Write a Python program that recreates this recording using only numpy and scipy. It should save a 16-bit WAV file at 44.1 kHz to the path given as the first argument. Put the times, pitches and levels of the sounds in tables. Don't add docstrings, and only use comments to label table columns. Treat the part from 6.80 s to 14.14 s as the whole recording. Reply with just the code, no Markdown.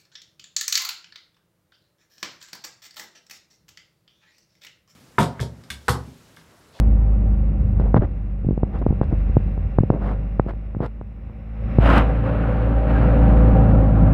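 import sys
import numpy as np
from scipy import signal
from scipy.fft import rfft, irfft, next_fast_len
from scipy.io import wavfile
from scipy.ndimage import uniform_filter1d, minimum_filter1d

SR = 44100
rng = np.random.default_rng(int(sys.argv[2]) if len(sys.argv) > 2 else 0)


def materialize(psi):
    bounded = np.clip(np.atleast_2d(psi).T, -1, 1)
    quanta = np.round(bounded * 32767).astype(np.int16)
    wavfile.write(sys.argv[1], SR, quanta)


N = 323546
TIME_S = np.arange(N) / SR

# time in seconds, firings per second.
FIRING_RATE_HZ = [(0, 52.7), (.75, 51), (1.05, 49.7), (1.55, 49.4), (1.85, 50.9), (2.4, 48.1), (3.15, 50.3),
                  (3.6, 50), (4, 52.4), (4.8, 54.3), (5.35, 55.5), (5.85, 55.55), (6.1, 56.05),
                  (6.45, 55.7), (6.7, 55.8), (7.05, 53.3), (7.34, 52.6)]
# time in seconds, level in dB.
BOOM_DB = [(0.0, -15), (0.14, -13.5), (0.89, -21), (1.08, -16.5), (1.3, -26), (1.85, -24.5), (1.91, -36),
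           (1.95, -23), (2.11, -23), (2.25, -29.5), (2.4, -18), (3.07, -27.5), (3.15, -28), (3.23, -22),
           (4.57, -37), (4.86, -24), (4.94, -26), (5.02, -13), (5.49, -23), (5.96, -16), (6.04, -19),
           (6.59, -11), (6.77, -14.5), (7.3, -14.5)]
# time in seconds, low growl, panel drone and diesel clatter in dB.
EASING_DB = [(0.0, -24, -40, -56), (0.45, -27.5, -43.5, -56.5), (1.04, -26, -46, -57.5),
             (1.33, -32.5, -49.5, -59), (1.71, -35, -51, -61), (1.89, -31.5, -45, -58),
             (2.38, -29.5, -46.5, -52.5), (3.01, -34, -47.5, -55.5), (3.19, -28.5, -44, -55),
             (3.37, -30, -45, -54.5), (3.74, -39.5, -51.5, -59), (4.27, -41.5, -57.5, -62.5),
             (4.72, -40.5, -50.5, -57), (4.96, -25.5, -40, -43)]
# time in seconds, low growl, panel drone and diesel clatter in dB.
PULLING_DB = [(5.3, -24.5, -29, -37.5), (5.42, -24, -36.5, -41), (5.46, -22.5, -28.5, -37),
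              (6.05, -24.5, -31.5, -42.5), (6.1, -20, -28, -36.5), (6.78, -17, -25, -40.5),
              (7.14, -18.5, -28.5, -44.5), (7.32, -15.5, -26.5, -43)]
# multiple of the firing rate, dB coasting, dB pulling, re the growl.
GROWL_ORDERS = [(1.5, -8.5, -19.5), (2, -3.5, -1.5), (2.5, -13.5, -14.5), (3, -11, -7.5), (3.5, -17, -9.5),
                (4, -6.5, -11), (4.5, -30, -27), (5, -22.5, -10), (5.5, -30.5, -17)]
# frequency in Hz, relative density in dB per Hz.
GROWL_SPECTRUM = [(22, -13.5), (45, -3.5), (75, -5), (130, 0.5), (190, -2.5), (260, -8.5), (340, -13),
                  (450, -23), (700, -55.5)]
# frequency in Hz, relative density in dB per Hz.
COASTING_SPECTRUM = [(700, -16), (1100, 2), (1450, 2), (1700, -0.5), (2000, 1.5), (2750, -1.5),
                     (3050, -13.5), (4000, -16), (4400, -26), (5400, -20.5), (6500, -37), (15000, -51.5)]
# frequency in Hz, relative density in dB per Hz.
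PULLING_SPECTRUM = [(800, -3), (1300, 8.5), (1600, 5.5), (2100, -1.5), (2700, -4), (3300, -14), (4000, -19),
                    (5000, -29.5), (6500, -42.5), (10000, -37.5), (15000, -57)]
# centre in Hz, width in Hz, relative strength in dB.
PANEL_MODES = [(405, 48, -7.5), (495.3, 20, 0), (543, 34, 0), (615, 36, -4.5), (773, 36, -4),
               (890, 41, -16.5), (970, 48, -12.5), (1130, 64, -14), (1326, 140, -16.5)]
# time in seconds, signed peak pressure (+ pressing, - letting go),
# contact in ms.
KNOCKS = [ (0.9989, 0.22, 0.68), (1.1443, 1.4, 0.63), (1.1672, 0.36, 0.68), (1.1829, 0.5, 2.1),
          (1.196, -0.53, 4.1), (1.648, 0.2, 1.45), (1.6685, -0.33, 2.7), (1.6889, 0.63, 1.7),
          (1.7099, 0.51, 1.52), (1.7302, -.18, 1.6), (1.7778, 0.31, 1.08), (1.833, -0.56, 0.89),
          (2.0162, 0.15, 1.1), (2.0655, 0.82, .96), (2.1078, 0.55, 2.3), (2.1268, 0.26, 1.1),
          (2.2144, -0.64, .78), (2.3278, -0.41, 1.6), (2.4977, -.13, 1.5), (2.5691, -1.2, 1),
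          (2.778, 0.13, 0.85), (2.9866, -0.96, 0.74), (3.0074, -0.71, 3.1), (3.0357, -0.57, 1.3),
          (3.103, -0.97, 0.77), (3.1488, 0.29, 1.5), (3.5974, 1.08, .6), (3.6647, 0.22, 1.3),
          (3.7363, -0.056, .67), (3.9492, -0.1, 0.56), (3.9681, -0.19, 1.7), (4.0053, -0.36, 0.88),
          (4.2135, -.1, 0.64), (4.4976, -.03, 0.48), (4.9865, -1.6, 1.08)]
# peak time in seconds, half length in seconds, scuff in dB, rasp in dB above the scuff.
RUBS_AND_CLATTER_SWELLS = [ (1.008, .005, -46, -3), (1.041, 0.045, -32.5, -13), (1.169, 0.0087, -13, -12.5),
                           (1.223, 0.0095, -20.5, -15.5), (1.245, 0.0086, -27.5, -11),
                           (1.957, 0.018, -33, -5.5), (2.023, .004, -24.5, -18), (2.105, .012, -30, -30.5),
                           (2.232, 0.0066, -31, -8), (2.331, .012, -27.5, -25), (2.476, .16, -56, 3),
                           (3.147, 0.023, -25, -29), (3.282, 0.042, -31, -3), (3.693, 0.016, -34.5, -2),
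                           (4.034, 0.018, -26.5, -12.5), (4.048, 0.017, -45.5, 7), (6.189, 0.11, -36.5, -1)]
# frequency in Hz, relative density in dB per Hz.
SCUFF_SPECTRUM = [(40, -14), (110, 1), (300, -3), (480, -5.5), (750, -11), (1100, -22), (2000, -38),
                  (4000, -79.5)]
# frequency in Hz, relative density in dB per Hz.
RASP_SPECTRUM = [(250, -17.5), (550, 6.5), (950, 1.5), (1300, -1.5), (1650, -6.5), (2000, -10.5),
                 (2500, -19.5), (3200, -23.5), (3800, -34), (5000, -44.5), (9000, -72)]
# frequency in Hz, relative density in dB per Hz.
HISS_SPECTRUM = [(1500, -11.5), (2700, 10.5), (4000, 8), (5200, 2), (6200, -9.5), (7300, -6.5),
                 (10000, -9.5), (15500, -14.5)]
# time in seconds, level in dB.
SNAPS = [(1.002, -54), (1.1443, -52), (1.99, -55), (2.24, -56), (4.062, -50), (5.18, -28.5)]
# frequency in Hz, relative density in dB per Hz.
SWISH_SPECTRUM = [(100, 4), (250, 3.5), (400, -5.5), (560, 0), (800, -3.5), (950, -6), (1300, -5),
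                  (1800, -12), (2300, -17), (2900, -17.5), (3300, -26), (4000, -29.5), (4500, -44),
                  (6500, -48)]
# frequency in Hz, relative density in dB per Hz.
SWISH_TOP_SPECTRUM = [(3000, 3), (5000, 13), (6200, -14), (7300, -1), (10000, -0.5), (13000, -10),
                      (15500, -12)]
# peak time in seconds, half length in seconds, level in dB.
JOLTS = [(0.248, 0.39, -28), (1.02, 0.19, -25.5), (1.683, 0.037, -27), (2.2, 0.33, -29.5), (2.61, .06, -20),
         (2.898, 0.097, -25.5), (6.6, 0.35, -41.5)]
# frequency in Hz, relative density in dB per Hz.
RUMBLE_SPECTRUM = [(45, -22), (62, -5.5), (74, -4), (86, -9), (105, -15.5), (150, -29)]

THROTTLE_S, THROTTLE_RISE_S, COASTING_LOAD = 4.7, 0.88, .13
CASE_HZ, CASE_T60_S = 107, 0.038
PRESS_RING, RELEASE_RING, RING_GROWTH = 0.54, 0.92, 0.15
HISS_DB, HISS_DB_PER_DB = -26.5, 1.7
SNAP_DECAY_S = 0.0025
SQUEAK_S, SQUEAK_HALF_S, SQUEAK_DB, SQUEAK_HZ, SQUEAK_SAG_HZ_PER_S = 6.165, 0.016, -31.5, 1620, 800
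SWISH_S, SWISH_ATTACK_S, SWISH_END_S = 4.988, .115, 5.185
SWISH_DB, SWISH_DECAY_S, SWISH_TOP_DB, SWISH_TOP_DECAY_S = -15.5, 0.037, -52, 0.02
ROAD_DB = -42
AIR_DB, AIR_DB_PER_DB = -68, 0.25
CUTOFF_HZ = 15600


def engine(growl_noise_db=-2.0, growl_coasting_db=-0.5, growl_pulling_db=-1.5):
    (rate_hz,), (boom_db,) = in_time(FIRING_RATE_HZ), in_time(BOOM_DB)
    growl_db, drone_db, clatter_db = in_time(EASING_DB + PULLING_DB)
    load = np.clip(COASTING_LOAD + (1 - COASTING_LOAD) * ramp(THROTTLE_S, THROTTLE_RISE_S), 0, 1)
    growl_db = growl_db + growl_coasting_db + (growl_pulling_db - growl_coasting_db) * load
    turn = np.cumsum(rate_hz) / SR

    boom = np.sqrt(2) * from_db(boom_db + 0.63 * drift(13.0)) * np.cos(2 * np.pi * turn)
    growl = tones(turn, GROWL_ORDERS, load, rough=.2)
    growl_noise = firing_noise(turn, GROWL_SPECTRUM, sharpness=0.12, uneven_db=2.0, repeat=0.04)
    growl += from_db(growl_noise_db) * growl_noise
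    coasting = firing_noise(turn, COASTING_SPECTRUM, sharpness=0.048, uneven_db=0.5, repeat=0.42)
    pulling = firing_noise(turn, PULLING_SPECTRUM, sharpness=0.059, uneven_db=0.8, repeat=0.14)
    clatter = (1 - load) * coasting + load * pulling
    drone = panel_drone(turn, rate_hz)
    return boom + from_db(growl_db) * growl + from_db(drone_db) * drone + from_db(clatter_db) * clatter


def tones(turn, orders, load, rough):
    out = np.zeros(N)
    for multiple, coasting_db, pulling_db in orders:
        start_turns = rng.random() * (multiple > 2)
        angle = 2 * np.pi * (np.round(2 * multiple) / 2 * turn + start_turns)
        level_db = coasting_db + (pulling_db - coasting_db) * load
        out += np.sqrt(2) * from_db(level_db) * wavering(angle, rough)
    return out


def wavering(angle, rough):
    return (1 + rough * drift(3)) * np.cos(angle) + rough * drift(3) * np.sin(angle)


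def firing_noise(turn, spectrum, sharpness, uneven_db, repeat):
    firing = np.floor(turn + .5).astype(int)
    strength = from_db(uneven_db * rng.standard_normal(1000))[firing]
    pattern = rng.standard_normal(2400)
    cycle = rms_one(np.interp(turn % 4 / 4, np.linspace(0, 1, len(pattern)), pattern))
    repeat = np.clip(repeat, 0, 1)
    drive = np.sqrt(repeat) * cycle + np.sqrt(1 - repeat) * rng.standard_normal(N)
    puff = np.exp(sharpness * np.cos(2 * np.pi * turn))
    return coloured(drive * strength * puff, spectrum)


def panel_drone(turn, rate_hz, tone_db=-3, half_order_db=-9, noise_db=-2.0, rough=0.32):
    lines = np.zeros(N)
    for halves in range(13, 34):
        angle = np.pi * halves * turn + 2 * np.pi * rng.random()
        gain = np.interp(TIME_S, TIME_S[::256], panel_gain(halves / 2 * rate_hz[::256]))
        lines += from_db(half_order_db * (halves % 2)) * gain * wavering(angle, rough)
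    hz = np.geomspace(150, 3000, 400)
    spectrum = np.c_[hz, 20 * np.log10(panel_gain(hz))]
    noise = firing_noise(turn, spectrum, sharpness=0.076, uneven_db=1.0, repeat=0)
    return from_db(tone_db) * rms_one(lines) + from_db(noise_db) * noise


def panel_gain(hz):
    power = 0
    for centre_hz, width_hz, db in PANEL_MODES:
        detuning = (hz / centre_hz - centre_hz / hz) * centre_hz / width_hz
        power = power + from_db(2 * db) / (1 + detuning ** 2)
    return np.sqrt(power / (1 + (hz / 1600) ** 8) / (1 + (300 / hz) ** 6))


def knocks(rebound_ms=1.3, lag_ms=0.68, rebound_share=.22, crack_share=0.064, crack_ms=.25):
    out = np.zeros(N)
    for s, peak, contact_ms in KNOCKS:
        near = slice(int((s - .01) * SR), int((s + .07) * SR))
        t_s = TIME_S[near] - s
        ms = t_s * 1000
        ring_share = (PRESS_RING if peak > 0 else RELEASE_RING) * contact_ms ** RING_GROWTH
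        spike = 1 / np.cosh(np.clip(2 * ms / contact_ms, -30, 30)) ** 2
        crack = crack_share * abs(peak) * np.exp(-(ms / crack_ms) ** 2)
        rebound = np.exp(-((ms - lag_ms - contact_ms / 2) / rebound_ms) ** 2)
        settled = (1 + np.tanh((ms - contact_ms) / (1.2 * contact_ms))) / 2
        decay = from_db(-60 * np.maximum(t_s, 0) / CASE_T60_S)
        swing = settled * decay * np.cos(2 * np.pi * CASE_HZ * t_s - 1.7)
        out[near] += peak * (spike + crack - rebound_share * rebound - ring_share * swing)
    return out


def rubs_and_clatter_swells(grain_db=2.5):
    grain = from_db(grain_db * drift(120))
    pressures = np.zeros((3, N))
    for s, half_length_s, scuff_db, rasp_db in RUBS_AND_CLATTER_SWELLS:
        levels_db = scuff_db + np.array([0, rasp_db, HISS_DB + HISS_DB_PER_DB * rasp_db])
        pressures += np.outer(from_db(levels_db), swell(s, half_length_s))
    out = np.zeros(N)
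    for pressure, spectrum in zip(pressures, (SCUFF_SPECTRUM, RASP_SPECTRUM, HISS_SPECTRUM)):
        out += pressure * coloured(grain * rng.standard_normal(N), spectrum)
    return out


def snaps():
    bursts = np.zeros(N)
    for s, db in SNAPS:
        decay = np.exp(-np.minimum(np.abs(TIME_S - s) / SNAP_DECAY_S, 20))
        bursts += from_db(db) * (TIME_S >= s) * decay
    return bursts * coloured(rng.standard_normal(N), HISS_SPECTRUM)


def squeak():
    hz = SQUEAK_HZ - SQUEAK_SAG_HZ_PER_S * (TIME_S - SQUEAK_S)
    angle = 2 * np.pi * np.cumsum(hz * (1 + 0.009 * drift(90))) / SR
    return from_db(SQUEAK_DB) * swell(SQUEAK_S, SQUEAK_HALF_S) * np.sin(angle)


def swish(grain_db=1.5):
    since_end_s = np.maximum(TIME_S - SWISH_END_S, 0)
    grain = ramp(SWISH_S, SWISH_ATTACK_S) * from_db(grain_db * drift(150))
    body = np.exp(-since_end_s / SWISH_DECAY_S) * coloured(rng.standard_normal(N), SWISH_SPECTRUM)
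    top = np.exp(-since_end_s / SWISH_TOP_DECAY_S) * coloured(rng.standard_normal(N), SWISH_TOP_SPECTRUM)
    return grain * (from_db(SWISH_DB) * body + from_db(SWISH_TOP_DB) * top)


def rumble():
    shaking = np.full(N, from_db(ROAD_DB))
    for s, half_length_s, db in JOLTS:
        shaking += from_db(db) * swell(s, half_length_s)
    return shaking * coloured(rng.standard_normal(N), RUMBLE_SPECTRUM)


def air():
    *_, clatter_db = in_time(EASING_DB + PULLING_DB)
    return from_db(AIR_DB + AIR_DB_PER_DB * clatter_db) * rng.standard_normal(N)


def coloured(drive, spectrum):
    size = next_fast_len(N + 4096)
    hz, level_db = np.transpose(spectrum)
    bins_hz = np.maximum(np.fft.rfftfreq(size, 1 / SR), 1)
    shape = from_db(np.interp(np.log(bins_hz), np.log(hz), level_db))
    skirts = np.minimum(bins_hz / hz[0], 1) ** 2 * np.minimum(hz[-1] / bins_hz, 1) ** 2
    return rms_one(irfft(rfft(drive, size) * shape * skirts, size)[:N])


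def drift(rate_hz):
    size, slow_sr = 4096 * 2, 800
    hz = np.fft.rfftfreq(size, 1 / slow_sr)
    slow = irfft(rfft(rng.standard_normal(size)) / (1 + (hz / rate_hz) ** 2))
    return np.interp(TIME_S * slow_sr, np.arange(len(slow)), rms_one(slow))


def swell(peak_s, half_length_s):
    return np.exp(-.5 * np.minimum(((TIME_S - peak_s) / half_length_s) ** 2, 100))


def ramp(start_s, length_s):
    return np.clip((TIME_S - start_s) / length_s, 0, 1)


def in_time(rows):
    s, *columns = np.transpose(rows)
    return [np.interp(TIME_S, s, column) for column in columns]


def rms_one(x):
    return x / np.sqrt(np.mean(x ** 2) + 1e-20)


def from_db(db):
    return 10 ** (np.asarray(db) / 20)


def scene():
    close = knocks() + rubs_and_clatter_swells() + snaps() + squeak()
    return (engine() + close + swish() + rumble() + air())[None, :]


def record(dry):
    needed = 1 / np.maximum(np.abs(dry), 1)
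    gain = uniform_filter1d(minimum_filter1d(needed, size=129), size=129)
    top_cut = signal.cheby2(14, 60, CUTOFF_HZ + 1000, fs=SR, output="sos")
    return signal.sosfilt(top_cut, dry * gain)


dry = scene()
out = record(dry)
materialize(out)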